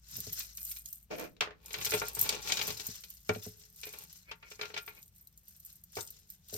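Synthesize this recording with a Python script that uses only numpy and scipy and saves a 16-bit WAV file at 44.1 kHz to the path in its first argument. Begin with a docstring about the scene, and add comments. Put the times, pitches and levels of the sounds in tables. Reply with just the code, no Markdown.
"""A low, wavering drone and soft room noise come first, then jingling links and rustling cloth.
Hands lift a chain necklace away and put it down to one side of a cloth-covered table, heard close up.
A cord necklace with wooden beads is dragged in, and a metal earring is picked out with small clinks.
Noise bursts and fading tones make the blows and clinks; random tiny impacts make the jingling and rubbing.
A short echo, and two microphones that each tint the sound, place it all in a small quiet room."""
import sys
import numpy as np
from scipy import signal
from scipy.fft import rfft, irfft
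from scipy.io import wavfile

SR = 44100
rng = np.random.default_rng(int(sys.argv[2]) if len(sys.argv) > 2 else 0)


def dump(signal):
    """Clip the signal to [-1, 1] and save it as 16-bit WAV at the path in sys.argv[1]."""
    limited = np.clip(np.atleast_2d(signal).T, -1, 1)
    pcm = np.round(limited * 32767).astype(np.int16)
    wavfile.write(sys.argv[1], SR, pcm)


N = 289737
TIME = np.arange(N) / SR  # s

# All levels are relative: mixing and the microphones still change them.
# room noise, how much of each pitch: [f/Hz, level/dB]
AIR_SPECTRUM = [(20, -21.5), (45, -2), (65, 0), (110, -6.5), (180, -3), (260, -24), (450, -30),
                (1000, -36.5), (3000, -35), (8000, -42.5), (16000, -50)]
AIR_DB = -66
# rise and fall of the low drone: [t/s, level/dB]
DRONE_LEVEL = [(0.0, -58.5), (0.7, -58.5), (1.3, -68.5), (2.0, -55), (3.4, -69.5), (6.57, -71.5)]
# each move of the hands shakes the links and rubs the cord: [t/s, length/s, jingle level/dB, rustle level/dB]
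HAND_MOVES = [(0.129, 0.23, -50, -45.5), (0.326, 0.11, -45.5, -45.5), (0.607, 0.16, -43.5, -53.5),
              (0.864, 0.083, -50.5, -63), (1.188, .02, -53, -59), (1.71, .12, -50.5, -56),
              (1.835, 0.15, -40.5, -40.5), (2.061, 0.01, -49, -45), (2.202, 0.011, -34, -43),
              (2.258, 0.087, -56, -42.5), (2.463, 0.2, -49.5, -40.5), (2.633, 0.087, -43, -40.5),
              (2.764, 0.19, -51.5, -45), (3.004, 0.17, -55, -58.5), (3.29, 0.13, -55, -55.5),
              (3.443, 0.033, -51, -50), (3.58, 0.094, -60, -61), (3.763, .03, -53, -63.5),
              (3.835, 0.2, -51.5, -53), (4.108, 0.073, -58.5, -56), (4.51, 0.033, -63, -55),
              (4.603, 0.093, -62.5, -58), (4.82, 0.22, -58.5, -67.5), (5.158, 0.045, -60.5, -71),
              (5.48, 0.073, -57.5, -65), (5.66, 0.075, -56, -62.5), (5.975, 0.028, -46, -49),
              (6.08, 0.14, -62.5, -62), (6.297, 0.026, -60.5, -64), (6.56, 0.048, -45.5, -43)]
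START_S, SETTLE_S = 0.036, 0.049  # time constants of a hand move building up and coming to rest
SLOWING_DB_PER_S = 16  # a movement weakens as it slows
# once the cord necklace is in hand it is never quite still
HELD_S, HELD_JINGLE_DB, HELD_RUSTLE_DB = 1.65, -72.5, -78
# colour of touching chain links: [f/Hz, level/dB]
LINK_SPECTRUM = [(1000, -38.5), (3000, -18.5), (4500, -28.5), (7000, -5.5), (8600, -0.5), (10400, 2.5),
                 (11600, 1), (12400, -1), (13300, -4), (14400, -3), (16000, -12)]
# ringing of charms and hooks: [f/Hz, level/dB, time to fall 60 dB/s]
CHARM_MODES = [(4034, 2, 0.023), (6050, -12.5, .04), (6700, 4, .04), (8230, -2.5, 0.13),
               (9750, -13.5, 0.0377), (12500, -30.5, .04), (11800, -5, 0.048), (14600, -4.5, 0.055),
               (13200, -9.5, .08), (12150, 1, 0.032), (14550, -2.5, .04), (14600, -2, .04)]
# colour of rubbing on cloth: [f/Hz, level/dB]
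CLOTH_SPECTRUM = [(300, -17), (900, -16.5), (2000, -8), (3300, -9), (4600, -3.5), (5800, 0), (7200, -0.5),
                  (9000, -7.5), (16000, -20)]
# how long the room's echo lasts at each pitch: [f/Hz, time to fall 60 dB/s]
ROOM_DECAY = [(100, 1), (300, 0.18), (700, 0.19), (1500, 0.2), (4000, 0.083), (9000, 0.1), (16000, 0.061)]
# the heel of a hand slides over the cloth: [t/s, length/s, level/dB]
HAND_SLIDES = [(0.16, .12, -51), (1.8, 0.19, -53.5), (2.17, .04, -51), (2.63, 0.13, -56)]
# the clearest touches of metal on metal: [t/s, level/dB, centre f/Hz, left-right lean/dB before scaling]
METAL_TOUCHES = [(0.1674, -36, 12100, -9), (0.2027, -36, 11200, -4), (0.329, -33, 13600, 0),
                 (0.392, -34.5, 12200, -3), (0.5715, -37.5, 11200, -2), (0.715, -36, 11100, -5),
                 (0.8575, -38.5, 8600, -13), (0.9276, -38.5, 12700, 0), (1.196, -41, 9000, -16),
                 (1.659, -42, 9200, 0), (1.7307, -36.5, 8300, 0), (1.8472, -32, 9400, -2),
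                 (1.8528, -29.5, 9350, 3), (1.906, -29.5, 8900, -3), (1.938, -32.5, 8600, 11),
                 (1.9974, -33.5, 7000, 8), (2.0828, -34, 9800, -5), (2.149, -38.5, 9400, 8),
                 (2.1918, -28.5, 11800, 9), (2.212, -22.5, 12900, 2), (2.227, -33, 12000, 6),
                 (2.291, -24, 7000, 1), (2.52, -24, 5760, -4), (2.677, -36, 11900, -2),
                 (2.8663, -33.5, 11100, 2), (2.956, -46, 10400, 1), (3.1018, -44, 12100, -4),
                 (3.2907, -41, 6700, 24), (3.433, -45, 12260, 1), (3.813, -45, 9450, 5),
                 (3.9867, -44, 9900, 10), (4.127, -49.5, 11800, -3), (4.8626, -48, 13640, 0),
                 (5.027, -50.5, 8900, 1), (5.0785, -54.5, 11600, 1.5), (5.271, -51, 11260, 3),
                 (5.375, -52, 11000, -4.5), (5.481, -50, 12900, -8.5), (5.5997, -48.5, 11600, -3),
                 (5.6487, -47.5, 13400, -4.5), (5.837, -52.5, 12100, 3), (5.954, -41, 7540, 5),
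                 (6.0076, -35, 8150, 12), (6.0735, -44, 8200, -2), (6.104, -43, 12150, 3),
                 (6.301, -46, 12100, -10.5), (6.4843, -50.5, 12200, -3), (6.54, -37, 8700, 5)]
# hands and heavy beads landing softly on the cloth, and the deeper boom under some bead knocks: # [t/s, boom
# level/dB, thud level/dB]
LOW_THUMPS = [(0.1817, -51.5, -56), (0.2694, -50.5, -49.5), (1.97, -54, -63.5), (2.2235, -57, -53),
              (2.324, -51.5, -45), (2.6787, -51, -63), (2.8836, -47.5, -55.5), (3.293, -37.5, -52),
              (3.3597, -44, -40.5), (3.4646, -45, -44.5), (5.975, -52.5, -56), (6.5263, -51, -45.5),
              (6.5464, -52, -44)]
# ringing of the whole table: [f/Hz, level/dB, time to fall 60 dB/s, phase between the microphones/rad]
FRAME_MODES = [(85, -4.5, .14, 0), (107.2, 0.5, 0.17, 0), (181.7, 0, .12, 0.0081), (241.8, 1, 0.092, 0)]
# low ringing of the table top, same columns: [f/Hz, level/dB, time to fall 60 dB/s, phase/rad]
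LOW_TOP_MODES = [(350.5, -20, 0.15, 0.42), (426.6, -6.5, 0.14, 0.16), (495.5, -8, 0.045, 0.88),
                 (609, -2.5, 0.032, 2.1), (747.4, -9, 0.06, 2.52)]
# high ringing of the table top, same columns: [f/Hz, level/dB, time to fall 60 dB/s, phase/rad]
HIGH_TOP_MODES = [(781, 6.5, 0.02, -6), (906, 3.5, 0.079, 2.0), (1135, 5, 0.04, 2), (1401, -2, 0.16, -1.7),
                  (1490, -15, 0.13, -0.5), (1737, -13, .05, -3), (1910, -1.5, 0.024, -4.5),
                  (2297, 11, .03, 1.26), (2440, -5.5, 0.16, 1), (2690, 7, 0.037, 3.5),
                  (3388, 3, 0.026, 2.6), (3930, -1, 0.033, -2.5), (5050, -4.5, 0.02, 2.5),
                  (5580, 0.5, 0.031, 4)]
# hard beads striking the table:
# [t/s, thud level/dB, clack level/dB, clack centre f/Hz, left-right lean/dB before scaling]
BEAD_KNOCKS = [(0.4031, -85, -38, 5050, 0), (0.578, -88, -48.5, 4400, -14), (0.713, -95, -47, 4600, -21),
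               (0.7633, -94, -45, 5060, -7), (1.7053, -57, -45.5, 3320, 5), (1.7403, -50, -34.5, 3200, 3),
               (1.8119, -54, -36.5, 3050, -1), (1.8467, -58, -32.5, 4860, -5),
               (1.8627, -50.5, -32.5, 3660, -1), (1.9192, -37.5, -32, 2540, -17),
               (1.9354, -33, -31, 2800, -11), (1.9414, -32.5, -33.5, 2290, 23), (1.9699, -45, -41, 2510, 5),
               (2.0157, -39, -34, 1380, -2), (2.037, -42.5, -47, 1750, -5), (2.1682, -48, -43.5, 1730, -11),
               (2.2916, -43, -28, 3800, -9), (2.3246, -47, -34.5, 3850, 16),
               (2.3453, -45.5, -39.5, 3160, 6), (2.4734, -54, -35, 3950, 4), (2.499, -48.5, -33.5, 2900, 6),
               (2.5204, -47.5, -25.5, 3830, 6), (2.57, -55, -31, 4180, 1), (2.5921, -46.5, -31, 3650, 6),
               (2.6128, -56, -32.5, 3180, 9), (2.6781, -43, -41, 4400, 18), (2.7041, -49, -37, 3400, 10),
               (2.7966, -53.5, -40.5, 4450, 16), (3.0366, -69.5, -43.5, 4900, -3),
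               (3.2929, -25.5, -27.5, 1560, -1), (3.3473, -63.5, -44.5, 2690, 2),
               (3.8322, -57.5, -40, 3700, 0), (3.8684, -49.5, -47.5, 3480, -6),
               (3.9348, -56.5, -48, 2300, 2), (4.3129, -53.5, -40.5, 2510, 1), (4.4265, -70, -53, 2070, -3),
               (4.5144, -54.5, -48, 2560, -3), (4.5928, -48.5, -44, 1530, -8),
               (4.6117, -44, -34.5, 2980, 2), (4.6291, -50, -38.5, 2340, 0), (4.6529, -54, -46, 2830, 5),
               (4.7012, -54, -49.5, 1830, -2), (4.7406, -49, -42, 3140, 7), (4.7639, -52, -37, 2350, -1),
               (4.7751, -51, -36, 3200, 3), (4.8769, -55, -44.5, 2280, 2), (5.969, -37, -42.5, 1950, -3),
               (5.9836, -40.5, -45.5, 1300, 4)]
# the chain put down on a hard surface further off:
# [t/s, thud level/dB, clack level/dB, clack centre f/Hz, left-right lean/dB before scaling]
CHAIN_SET_DOWN = [(1.366, -69.5, -57.5, 2970, 6), (1.4074, -37.5, -23, 2640, -6.5),
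                  (1.4145, -51.5, -42.5, 1640, -4.5), (1.422, -55, -32.5, 1140, -4),
                  (1.473, -47, -43, 1580, -10.5), (1.507, -51.5, -47.5, 1820, -5)]
BOOM_DB = -18.5  # boom of the table, relative to the thud of a knock
# two pushes move something aside to make room: [t/s, length/s, level/dB]
PUSHES = [(1.112, 0.035, -38), (1.183, 0.063, -38.5)]
# colour of the scrape: [f/Hz, level/dB]
SCRAPE_SPECTRUM = [(80, -18), (200, -4.5), (450, 3.5), (600, 1), (1100, -9.5), (1700, -8.5), (2400, -9),
                   (3200, -15), (6500, -18), (12000, -37)]
# beads dragged over the table: [t/s, length/s, level/dB]
BEAD_DRAGS = [(1.78, 0.32, -46.5), (2.24, 0.14, -43), (2.5, 0.21, -41.5), (2.74, 0.13, -56.5),
              (3.95, 0.077, -58.5), (4.66, 0.32, -60)]
# colour of the dragging: [f/Hz, level/dB]
DRAG_SPECTRUM = [(60, -6), (110, 5.5), (280, 0.5), (440, 9.5), (800, 0), (1300, -2.5), (2400, -1),
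                 (4200, 2), (6500, -12.5), (12000, -46)]
# the cord slips through a hollow bead: [t/s, length/s, level/dB]
CORD_SLIPS = [(3.865, 0.022, -50), (4.29, .025, -53), (4.435, 0.05, -57.5), (4.6, 0.068, -57),
              (4.89, .02, -56), (4.978, 0.014, -57.5)]
# resonances of the hollow bead: [f/Hz, level/dB, time to fall 60 dB/s]
BORE_MODES = [(2270, 6, 0.0091), (4050, -15, 0.011)]
# the earring's wire hook springs free and rings: [t/s, level/dB]
HOOK_PINGS = [(4.625, -63), (4.818, -59), (4.864, -59), (4.89, -55), (4.985, -63), (5.03, -65),
              (5.21, -59.5), (6.01, -61)]
# colour shared by both microphones: [f/Hz, level/dB]
MIC_SPECTRUM = [(100, -2), (6800, -2), (7600, -6.5), (8600, -4), (9600, -8.5), (10500, -13), (11700, 3),
                (16000, 4.5)]
# difference between the microphones: [f/Hz, left minus right/dB]
MIC_BALANCE = [(100, 2.5), (450, 0.5), (1500, 2.5), (3000, 1), (4500, 6.5), (6500, 6), (9000, 1),
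               (16000, -0.5)]
LAG = 10  # samples by which sound from the hands reaches the left microphone later
EDGE_HZ = 16100  # top of the band that is kept


def amp(db):
    """Turns decibels into a plain multiplier."""
    return 10 ** (np.asarray(db) / 20)


def unit(x, span=None):
    """Scales to an average strength (rms) of 1, over the first span seconds if given."""
    head = x if span is None else x[..., :int(span * SR)]
    return x / np.sqrt(np.mean(head ** 2) + 1e-24)


def read(points, hz):
    """Reads a curve at the pitches hz, joining its points along a log pitch axis."""
    f, value = np.transpose(points)
    return np.interp(np.log(hz + 1), np.log(f + 1), value)


def level(rows):
    """Turns a dB curve over time into a multiplier for every sample."""
    return amp(np.interp(TIME, *np.transpose(rows)))


def add(mix, s, sound):
    """Mixes a sound in, starting at s seconds."""
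    part = mix[:, max(round(s * SR), 0):][:, :sound.shape[1]]
    part += sound[:, :part.shape[1]]


def convolve(x, response):
    """Starts a copy of the response at every sample of x and sums them, cut to the length of x."""
    full = signal.fftconvolve(np.atleast_2d(x), np.atleast_2d(response), axes=1)
    return full[:, :x.shape[-1]]


def colour(x, points, size=2048):
    """Tints a sound with a spectrum, using a filter that never answers before its input."""
    hz = abs(np.fft.fftfreq(size, 1 / SR))
    log_gain = np.log(amp(read(points, hz)))
    spectrum = np.exp(np.conj(signal.hilbert(log_gain)))  # minimum phase
    return convolve(x, np.fft.ifft(spectrum).real[:size // 2])


def hump(centre_hz, below_db, above_db):
    """A broad hump of pitch: it falls this many dB in the first octave each way, then more steeply."""
    octaves = np.arange(-8, 7) / 2
    slope = np.where(octaves < 0, below_db, above_db)
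    fall = slope * abs(octaves) ** 1.5
    return np.transpose([centre_hz * 2 ** octaves, -np.minimum(fall, 70)])


def decay(t, t60):
    """Smooth dying away, by 60 dB in t60 seconds."""
    return np.exp(-np.log(1000) * t / t60)


def onset(t, rise_s):
    """The contact builds up over a moment."""
    return 1 - np.exp(-t / rise_s)


def panned(x, db):
    """Makes the left side louder than the right by db."""
    return x * amp([[db / 2], [-db / 2]])


def from_hands(x, spread):
    """Sound reaches the left microphone later; scatter off hands and table differs at each."""
    t = np.arange(SR // 100) / SR
    scatter = unit(rng.standard_normal((2, len(t))) * decay(t, 0.047))
    paths = spread * scatter / np.sqrt(len(t))
    paths[0, LAG] += 1  # direct sound, left
    paths[1, 0] += 1  # direct sound, right
    return convolve(x, paths)


def contacts(per_s, spread_db):
    """A random train of tiny impacts of uneven size, pushing either way."""
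    size = amp(spread_db * np.minimum(rng.exponential(1, N), 4)) * rng.choice([-1, 1], N)
    return size * (rng.random(N) < per_s / SR)


def stroke(s, length_s, db, start_s, settle_s):
    """The gain of one movement: it builds up before s, weakens a little as it goes, and comes to rest."""
    t = TIME - s
    outside = np.minimum(t, 0) / start_s - np.maximum(t - length_s, 0) / settle_s
    steady = amp(db - SLOWING_DB_PER_S * np.clip(t, 0, length_s))
    return steady * np.exp(np.maximum(outside, -20))


def motion(rows, start_s, settle_s):
    """The gain of a series of movements; the strongest one leads at each moment."""
    strokes = [stroke(s, length_s, db, start_s, settle_s) for s, length_s, db in rows]
    return np.max(strokes, axis=0)


def background(drone_hz=56.0, drone_db=-2):
    """Low room noise, nearly the same on both sides, and a drone whose pitch wavers at random."""
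    common, left, right = rng.standard_normal((3, N))
    apart = colour(np.array([left, right]), [(150, -14), (300, -9), (700, 3), (16000, 3)])
    air = unit(colour(common + apart, AIR_SPECTRUM, size=8192))
    waver = np.interp(TIME, np.linspace(0, TIME[-1], 40), rng.standard_normal(40))
    wavering_hz = drone_hz + 0.766 * waver
    drone = np.sqrt(2) * np.sin(2 * np.pi * np.cumsum(wavering_hz) / SR)
    return amp(AIR_DB) * air + amp(drone_db) * drone * level(DRONE_LEVEL)


def handling(held_db, axis, uneven_db=2.0, catches_per_s=70):
    """How hard the hands stir the links (column 2) or the cord (column 3); both catch and slip unevenly."""
    moves = motion([(row[0], row[1], row[axis]) for row in HAND_MOVES], START_S, SETTLE_S)
    catches = np.interp(TIME * catches_per_s, np.arange(2000), rng.standard_normal(2000))
    held = amp(held_db) * (TIME > HELD_S)
    return np.maximum(moves, held) * unit(amp(uneven_db * catches))


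def charm_ring(t, vary_db):
    """A small metal part rings on several notes: each one favours different notes, slightly detuned."""
    hz, db, t60 = np.transpose(CHARM_MODES)[:, :, None]
    strength, detune = rng.standard_normal((2, len(CHARM_MODES), 1))
    notes = np.sin(2 * np.pi * hz * (1 + .008 * detune) * t)
    return (amp(db + vary_db * strength) * decay(t, t60) * notes).sum(0)


def jingle(gain_db=0.5, ring_db=-17, count=24):
    """Chain links tumble against each other, each with its own tick, ring and scatter."""
    out, t = np.zeros((2, N)), np.arange(SR // 12) / SR
    shake = handling(HELD_JINGLE_DB, axis=2)
    for _ in range(count):
        tick = unit(rng.standard_normal(len(t)) * decay(t, 0.0095), 0.003)
        ring = unit(charm_ring(t, vary_db=1.0), 0.012)
        link = colour(tick + amp(ring_db) * ring, LINK_SPECTRUM)
        link = unit(from_hands(link, spread=.5))
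        out += convolve(contacts(per_s=1000 / count, spread_db=5.5) * shake, link)
    return amp(gain_db) * unit(out) * np.sqrt(np.mean(shake ** 2))


def rustle(gain_db=1.5, ring_db=-8, count=24):
    """Cord and beads catch on the woven cloth: many small slips, each with a brief pitch of its own."""
    out, t = np.zeros((2, N)), np.arange(SR // 25) / SR
    for hz in np.geomspace(2600, 9000, count):
        snap = unit(rng.standard_normal(len(t)) * decay(t, 0.0055))
        note = unit(np.sin(2 * np.pi * hz * t) * decay(t, .018))
        slip = from_hands(colour(snap + amp(ring_db) * note, CLOTH_SPECTRUM), spread=1.5)
        out += convolve(contacts(per_s=1600 / count, spread_db=4.5), slip)
    return amp(gain_db) * unit(out) * handling(HELD_RUSTLE_DB, axis=3)


def room(x):
    """A small furnished room: blurred reflections that die away at a different speed for each pitch."""
    hz, t, z = signal.stft(rng.standard_normal((2, SR // 2)), SR, nperseg=256)
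    fading = z * decay(t, read(ROOM_DECAY, hz)[:, None])
    tail = signal.istft(fading, SR, nperseg=256)[1]
    tail *= np.clip((TIME[:tail.shape[1]] - .003) / 0.0018, 0, 1)  # silent for the first 3 ms
    return convolve(x, tail / np.linalg.norm(tail[0]))


def slides(rumble_hz=105):
    """A soft hand on the table gives only a low, lumpy rumble."""
    slips = colour(contacts(per_s=300, spread_db=4.5), hump(rumble_hz, below_db=20, above_db=11.5))
    return unit(slips) * motion(HAND_SLIDES, start_s=0.0183, settle_s=0.059)


def clinks(tick_t60=.011, ring_db=-12, rise_s=0.0017):
    """A tick of metal on metal, a chatter of tiny rebounds, then a thin ring."""
    out, t = np.zeros((2, N)), np.arange(SR // 8) / SR
    for s, db, hz, pan_db in METAL_TOUCHES:
        force = onset(t, rise_s) * (decay(t, tick_t60) + amp(-17) * decay(t, .045))
        tick = unit(force * rng.standard_normal(len(t)), 0.0061)
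        ring = unit(charm_ring(t, vary_db=11.5), 0.0046)
        clink = colour(tick + amp(ring_db) * ring, hump(hz, below_db=8, above_db=22.0))
        heard = unit(from_hands(clink, spread=.45), 0.0015)
        add(out, s, amp(db) * panned(heard, 0.52 * pan_db))
    return out


def table_ring(modes, t, vary_db):
    """The table's own notes, each stirred more or less by where the blow lands (a random draw)."""
    hz, db, t60, phase = np.transpose(modes)[:, :, None]
    start = rng.uniform(0, 2 * np.pi, db.shape)
    strength = amp(db + vary_db * rng.standard_normal(db.shape))
    size = strength * decay(t, t60) * onset(t, 0.00025)
    angle = 2 * np.pi * hz * t + start
    return np.array([(size * np.sin(angle + side * phase / 2)).sum(0) for side in (1, -1)])


def table_thump(t, boom_db, thud_db):
    """The low answer of the table to a blow: a thud of the top over the boom of the frame."""
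    thud = unit(table_ring(LOW_TOP_MODES, t, vary_db=1.0) * onset(t, 0.00078), 0.014)
    boom = unit(table_ring(FRAME_MODES, t, vary_db=1) * onset(t, .004), .03)
    return amp(boom_db) * boom + amp(thud_db) * thud


def bumps():
    """Soft landings, and some of the bead blows, shake the table with a low boom and thud; these add no clack
    of their own."""
    out, t = np.zeros((2, N)), np.arange(SR // 5) / SR
    for s, boom_db, thud_db in LOW_THUMPS:
        add(out, s, table_thump(t, boom_db, thud_db))
    return out


def knocks(rows, crack_t60, rattle_db, rattle_t60, ring_db, rise_s):
    """Each blow is a crack, a short rattle and a ring of the table top, over a low thud and boom."""
    out, t = np.zeros((2, N)), np.arange(SR // 5) / SR
    for s, thud_db, clack_db, hz, pan_db in rows:
        weight = np.minimum(2300 / hz, 1)  # duller blows come from heavier beads: slower contact, more ring
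        fading = decay(t, crack_t60) + amp(rattle_db) * decay(t, rattle_t60)
        force = onset(t, rise_s * weight) * fading
        crack = unit(force * rng.standard_normal((2, len(t))), 0.0047)
        ring = unit(table_ring(HIGH_TOP_MODES, t, vary_db=4.0) * onset(t, 0.0018), 0.0083)
        body = weight * amp(ring_db) * ring
        clack = unit(colour(crack + body, hump(hz, below_db=4.5, above_db=9.5)), 0.002)
        thump = table_thump(t, thud_db + BOOM_DB, thud_db)
        add(out, s, thump + amp(clack_db) * panned(clack, 0.35 * pan_db))
    return out


def friction(spectrum, per_s, spread_db):
    """Dense small slips, heard differently at each microphone."""
    slips = np.array([contacts(per_s, spread_db) for _ in range(2)])
    return unit(colour(slips, spectrum))


def shove(ring_db=-4):
    """A short dull scrape along the edge of the table, which rings with it."""
    slips = friction(SCRAPE_SPECTRUM, per_s=900, spread_db=-3)
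    modes = LOW_TOP_MODES + HIGH_TOP_MODES
    ring = unit(convolve(slips, table_ring(modes, TIME[:SR // 10], vary_db=1)))
    return unit(slips + amp(ring_db) * ring) * motion(PUSHES, start_s=0.0043, settle_s=0.017)


def drag(gain_db=1, ring_db=-3):
    """Beads bump across the weave and keep the table top ringing."""
    jolts = friction(DRAG_SPECTRUM, per_s=770, spread_db=4.5)
    ring = unit(convolve(jolts, table_ring(HIGH_TOP_MODES, TIME[:SR // 10], vary_db=1.5)))
    moving = motion(BEAD_DRAGS, start_s=0.061, settle_s=0.031)
    return amp(gain_db) * unit(jolts + amp(ring_db) * ring) * moving


def threading():
    """Quick slips of the cord make the hollow of a bead ring briefly."""
    t = TIME[:SR // 20]
    bore = sum(amp(db) * decay(t, t60) * np.sin(2 * np.pi * hz * t) for hz, db, t60 in BORE_MODES)
    rasp = from_hands(convolve(contacts(per_s=830, spread_db=2.0), bore), spread=1.0)
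    return unit(rasp) * motion(CORD_SLIPS, start_s=0.013, settle_s=0.012)


def pings(hook_hz=13640, t60=0.083):
    """The thin hook rings on one high note."""
    out, t = np.zeros((2, N)), np.arange(SR // 4) / SR
    for s, db in HOOK_PINGS:
        note = np.sin(2 * np.pi * hook_hz * t) * onset(t, 0.00085) * decay(t, t60)
        add(out, s, amp(db) * unit(from_hands(note, spread=0.27), 0.0089))
    return out


def scene():
    """Close sounds carry little echo, those to the side more; low rumble comes through the table itself."""
    metal = jingle() + clinks() + pings()
    cloth = rustle()
    beads = knocks(BEAD_KNOCKS, crack_t60=0.061, rattle_db=-3.5, rattle_t60=.09, ring_db=-7.5, rise_s=0.0011)
    wood = beads + drag() + threading()
    chain = knocks(CHAIN_SET_DOWN, crack_t60=0.011, rattle_db=-23.0, rattle_t60=0.14,
                   ring_db=-22.0, rise_s=0.0038)
    aside = chain + shove()
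    echo = room(amp(-14) * wood + amp(-10.5) * aside + amp(-11) * (metal + cloth))
    rumble = slides() + bumps()
    return background() + metal + cloth + wood + aside + echo + rumble


def record(dry):
    """The two microphones each tint the sound, then the highest treble is cut off."""
    hz = np.fft.rfftfreq(N, 1 / SR)
    gain = amp(read(MIC_SPECTRUM, hz) + np.array([[.5], [-.5]]) * read(MIC_BALANCE, hz))
    heard = irfft(rfft(dry) * gain, N)
    low_pass = signal.firwin(301, EDGE_HZ, window=("kaiser", 8), fs=SR)
    return signal.oaconvolve(heard, low_pass[None], "same")


dry = scene()
out = record(dry)
dump(out)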